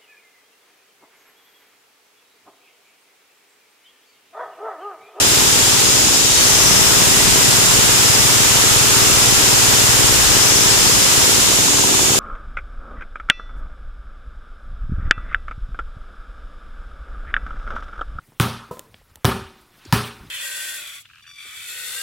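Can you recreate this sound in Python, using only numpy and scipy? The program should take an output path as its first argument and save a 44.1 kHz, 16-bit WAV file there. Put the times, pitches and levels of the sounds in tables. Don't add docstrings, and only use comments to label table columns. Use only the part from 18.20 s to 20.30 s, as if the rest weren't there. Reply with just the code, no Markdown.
import sys
import numpy as np
from scipy import signal
from scipy.io import wavfile
from scipy.ndimage import uniform_filter1d

SR = 44100
rng = np.random.default_rng(int(sys.argv[2]) if len(sys.argv) > 2 else 0)


def transcribe(u):
    v = np.clip(np.atleast_2d(u).T, -1, 1)
    q = np.round(v * 32767).astype(np.int16)
    wavfile.write(sys.argv[1], SR, q)


N = 92610
T = np.arange(SR) / SR
HZ = np.fft.rfftfreq(4096, 1 / SR)

# (frequency [Hz], level [dB/Hz])
AIR_SPECTRUM = [(25, -73), (60, -95), (130, -86), (300, -95), (700, -100), (1200, -96), (3500, -104),
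                (7000, -108), (10000, -106), (15500, -108)]
# (time [s], half length [s], level [dB/Hz], centre [Hz], width [octaves])
SKIN_SCRAPES = [(.07, 0.017, -103, 10400, 0.71), (1.415, 0.008, -101, 9900, 0.63),
                (1.58, 0.014, -100, 12000, .5), (1.866, 0.016, -83, 13000, 0.65),
                (1.95, 0.14, -100, 12000, 0.78)]
# (time [s], level [dB/Hz], centre [Hz], width [octaves], decay [s], low knock [dB/Hz])
CLOSE_CLICKS = [(0.121, -96, 600, 1, 0.0059, -75.5), (0.13, -101, 2500, 0.94, 0.0033, -80),
                (.4865, -71, 300, 0.36, 0.009, -74), (0.5698, -80, 1500, 1.1, .0015, -62),
                (0.5939, -64.5, 8900, 3.7, 0.00088, -60), (0.7427, -67, 2530, 0.53, 0.0016, -71.5),
                (0.814, -80, 500, 0.54, 0.0015, -78.5), (.9572, -73.5, 7000, 2.8, 0.0013, -76),
                (.971, -78.5, 1010, 0.57, .006, -100), (1.651, -75.5, 5130, 0.52, 0.0046, -73)]
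# (time [s], slap [dB], thump [dB], thump pitch [Hz], echo [dB], echo delay [s],
# ping [dB], boom [dB], hollow note [dB], hollow pitch [Hz], hum [dB])
FLOOR_HITS = [(0.1994, 5, -9.5, 128, -13, 0.013, -2.5, -1.5, -32, 399, -25),
              (1.046, 4, -6.5, 121, 6.5, 0.0064, -1, -8.5, -23.5, 385, -5.5),
              (1.7257, 5, -7, 148, 0.5, 0.0056, -2.5, -2, -27, 414.7, -4.5)]
# (sub [dB], bass [dB], low mid [dB], mid [dB], presence [dB], treble [dB], air [dB])
HIT_TINTS = [(-14.5, 0.5, -3, -1, -3.5, -0.5, 1), (9.5, 0.5, 2, -1, -3.5, -1, 0.5),
             (-0.5, -0.5, -1.5, -0.5, -1, 1.5, 2.5)]
TINT_HZ = (55, 150, 450, 1100, 3000, 6000, 12000)
# (frequency [Hz], level [dB/Hz])
SLAP_SPECTRUM = [(100, -76), (500, -46), (1200, -47), (2500, -49.5), (5000, -47.5), (7500, -58.5),
                 (10000, -53), (16000, -66)]
SMACK_SPECTRUM = [(100, -62), (250, -57), (420, -40), (650, -50.5), (1100, -40), (1700, -53.5), (2400, -51),
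                  (3400, -58.5), (7000, -64.5), (11000, -77), (16000, -58)]
# (frequency [Hz], level [dB], t60 [s])
BALL_MODES = [(766, -34.5, 0.65), (918.7, -31, 0.59), (983, -38, 0.37), (1062, -32.5, 0.16),
              (1262, -31, 0.59), (1320, -27, .35), (1488, -41.5, 0.82), (1735, -35.5, 0.61),
              (2500, -36, 0.64), (3020, -30, 0.27), (3550, -43.5, 0.85)]
ROOM_MODES = [(60.1, -41, 1), (88, -21.5, 0.38), (117.45, -15, 0.41), (155, -23, 0.26),
              (231.7, -24.5, 0.55)]
OBJECT_MODES = [(351, -48.5, 2.1), (297, -50, 1.9), (216, -39, 0.98), (390, -43, 0.84)]
# (frequency [Hz], level [dB/Hz])
BOUNCE_REVERB = [(30, -92), (60, -47), (90, -48.5), (150, -43.5), (240, -42.5), (320, -53.5), (400, -48),
                 (480, -55), (560, -52), (660, -58), (770, -54.5), (1250, -50), (1600, -56), (2100, -59.5),
                 (3100, -57.5), (4200, -61), (5600, -65), (7300, -75), (9200, -66), (15500, -71)]
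# (frequency [Hz], t60 [s])
GARAGE_T60 = [(60, 0.33), (160, .42), (420, 0.42), (1200, 0.58), (3000, 0.55), (5000, 0.49), (8000, 0.5),
              (15000, 0.27)]
# (time [s], level [dB], frequency [Hz], time to peak [s])
SHELL_QUIVERS = [(0.2013, -14, 1480, 0.001), (0.2016, -15, 333, 0.0022), (1.0478, -22.5, 723, 0.0031),
                 (1.0525, -10.5, 3350, 0.00064), (1.7256, -10.5, 4900, 0.00037),
                 (1.7268, -8.5, 940, 0.0015), (1.7276, -18, 1750, 0.002)]
# (time [s], level [dB])
HAND_PATS = [(.5100, 4.5), (0.5702, -13)]
# (frequency [Hz], level [dB], t60 [s])
PAT_MODES = [(155, -24.5, 0.035), (429, -29, 0.06), (485.5, -30.5, 0.094), (636, -37.5, 0.092),
             (980, -29, 0.066), (1030, -43.5, .3), (1280, -35.5, 0.062)]
# (frequency [Hz], level [dB/Hz])
PAT_REVERB = [(100, -75.5), (230, -71.5), (330, -75), (480, -67.5), (780, -85), (1020, -76), (1600, -94),
              (5000, -100), (9000, -102), (15500, -100)]
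# (time [s], half length [s], level [dB/Hz], centre [Hz], width [octaves])
CAMERA_BUMPS = [(0.735, 0.037, -75.5, 81.4, 0.65), (.85, 0.068, -76.5, 55, 0.54),
                (0.916, 0.0073, -64.5, 65.6, 0.43), (0.97, 0.018, -73, 70, 0.77),
                (1.217, 0.013, -56, 70, .4), (1.26, 0.019, -55, 51.7, 0.58), (1.39, 0.047, -77, 50, 0.74),
                (1.659, 0.0048, -66, 318, 0.32), (1.679, 0.0089, -62, 140, 0.38),
                (1.704, 0.016, -53.5, 72, 0.39), (2.016, 0.0086, -56, 70, 0.93),
                (2.041, .012, -61, 168, 0.57), (2.086, 0.042, -66.5, 75, 0.95)]
# (time [s], half length [s], level [dB])
CLOTH_MOVES = [(0.773, 0.035, -11), (0.894, .02, -16), (1.396, 0.068, -9), (1.59, 0.056, -7.5),
               (1.726, 0.059, 2), (2.073, 0.042, -5.5)]
# (frequency [Hz], level [dB/Hz])
CLOTH_SPECTRUM = [(200, -94.5), (800, -86.5), (1500, -88), (4200, -88.5), (7000, -99), (15000, -104)]


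def amp(db):
    return 10 ** (np.asarray(db) / 20)


def curve(points, hz=HZ):
    point_hz, values = np.transpose(points)
    return np.interp(np.log(hz + 1), np.log(point_hz + 1), values)


def hill(centre_hz, octaves):
    distance = np.log2((HZ + 1) / centre_hz) / octaves
    return 20 * np.log10(np.exp(-0.5 * distance ** 2) + 1e-3)


def swell(time_s, half_s):
    return np.exp(-0.5 * ((np.arange(N) / SR - time_s) / half_s) ** 2)


def add(mix, time_s, sound):
    part = mix[max(round(time_s * SR), 0):][:len(sound)]
    part += sound[:len(part)]


def colour(x, db):
    log_gain = np.log(amp(np.r_[db, db[-2:0:-1]]))
    taps = np.fft.ifft(np.exp(signal.hilbert(log_gain).conj())).real
    return signal.fftconvolve(x, taps)[:len(x)] * np.sqrt(SR / 2)


def burst(decay_s):
    fade = np.exp(-T / decay_s)
    puff = rng.standard_normal(SR) * fade
    return puff * np.linalg.norm(fade) / np.linalg.norm(puff)


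def patchy(size, patch_db, t60=((0, np.inf), (SR, np.inf))):
    hz, t, bands = signal.stft(rng.standard_normal(size), SR, nperseg=256)
    patches = uniform_filter1d(rng.standard_normal(bands.shape), size=5, axis=0)
    patches = uniform_filter1d(patches, size=7, axis=1)
    fade_db = -60 * t * curve([(f, 1 / s) for f, s in t60], hz)[:, None]
    gain = amp(patch_db * patches / patches.std() + fade_db)
    return signal.istft(bands * gain, SR, nperseg=256)[1][:size]


def ring(modes):
    return sum(amp(db - 60 * T / t60) * np.sin(2 * np.pi * hz * T) for hz, db, t60 in modes)


def throb(hz, peak_s):
    return T / peak_s * np.exp(1 - T / peak_s) * np.sin(2 * np.pi * hz * T)


def garage_air():
    return colour(patchy(N, patch_db=2.8), curve(AIR_SPECTRUM))


def touches(events):
    return sum(colour(rng.standard_normal(N), db + hill(hz, octaves)) * swell(time_s, half_s)
               for time_s, half_s, db, hz, octaves in events)


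def clicks():
    out = np.zeros(N)
    for time_s, db, hz, octaves, decay_s, knock_db in CLOSE_CLICKS:
        tick = colour(burst(decay_s), db + hill(hz, octaves))
        knock = colour(burst(decay_s=0.004), knock_db + hill(centre_hz=248, octaves=1.41))
        add(out, time_s, tick + knock)
    return out


def slap(db):
    return colour(burst(decay_s=0.00045), curve(SLAP_SPECTRUM) + db)


def bounces(thump_lag_s=0.00078, room_delay_s=0.004, boom_rise_s=0.013, hollow_t60_s=0.55):
    out = np.zeros(N)
    build_up = 1 - np.exp(-T / boom_rise_s)
    for hit, register_db in zip(FLOOR_HITS, HIT_TINTS):
        (time_s, slap_db, thump_db, thump_hz, echo_db, echo_s,
         ping_db, boom_db, hollow_db, hollow_hz, hum_db) = hit
        tint_db = curve(list(zip(TINT_HZ, register_db)))
        crack = slap(slap_db)
        smack = colour(burst(decay_s=0.0042), curve(SMACK_SPECTRUM) + tint_db)
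        ping = amp(ping_db) * ring(BALL_MODES)
        hollow_note = ring([(hollow_hz, hollow_db, hollow_t60_s)])
        thump = amp(thump_db) * throb(thump_hz, peak_s=0.0045)
        boom = amp(boom_db) * ring(ROOM_MODES)
        hum = amp(hum_db) * ring(OBJECT_MODES)
        add(out, time_s, crack + smack + ping + hollow_note + build_up * (boom + hum))
        add(out, time_s + thump_lag_s, thump)
        add(out, time_s + echo_s, slap(echo_db))
        add(out, time_s + room_delay_s, room_tail(curve(BOUNCE_REVERB) + tint_db))
    return out


def quivers():
    out = np.zeros(N)
    for time_s, db, hz, peak_s in SHELL_QUIVERS:
        add(out, time_s, amp(db) * throb(hz, peak_s))
    return out


def room_tail(spectrum_db, rise_s=0.0023):
    reflections = patchy(SR, patch_db=2.37, t60=GARAGE_T60)
    return colour(reflections * (1 - np.exp(-T / rise_s)), spectrum_db)


def pats(rise_s=0.0017, brush_db=-95):
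    out = np.zeros(N)
    note = (1 - np.exp(-T / rise_s)) * ring(PAT_MODES)
    for time_s, db in HAND_PATS:
        brush = colour(burst(decay_s=0.074), np.full_like(HZ, brush_db))
        add(out, time_s, amp(db) * (note + brush + room_tail(curve(PAT_REVERB))))
    return out


def clothes():
    movement = sum(amp(db) * swell(time_s, half_s) for time_s, half_s, db in CLOTH_MOVES)
    return movement * colour(patchy(N, patch_db=2.5), curve(CLOTH_SPECTRUM))


def scene():
    ball = bounces() + quivers() + pats()
    handling = clicks() + touches(CAMERA_BUMPS) + touches(SKIN_SCRAPES) + clothes()
    mono = ball + handling + garage_air()
    return np.array([mono, mono])


def record(dry):
    low_cut_hz, drive, top_hz = 39, 0.87, 16000
    thinned = signal.lfilter(*signal.butter(2, low_cut_hz, "high", fs=SR), dry)
    rounded = np.tanh(drive * thinned) / drive
    low_pass = signal.firwin(511, top_hz, window=("kaiser", 9), fs=SR)
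    return signal.oaconvolve(rounded, low_pass[None], "same")


dry = scene()
out = record(dry)
transcribe(out)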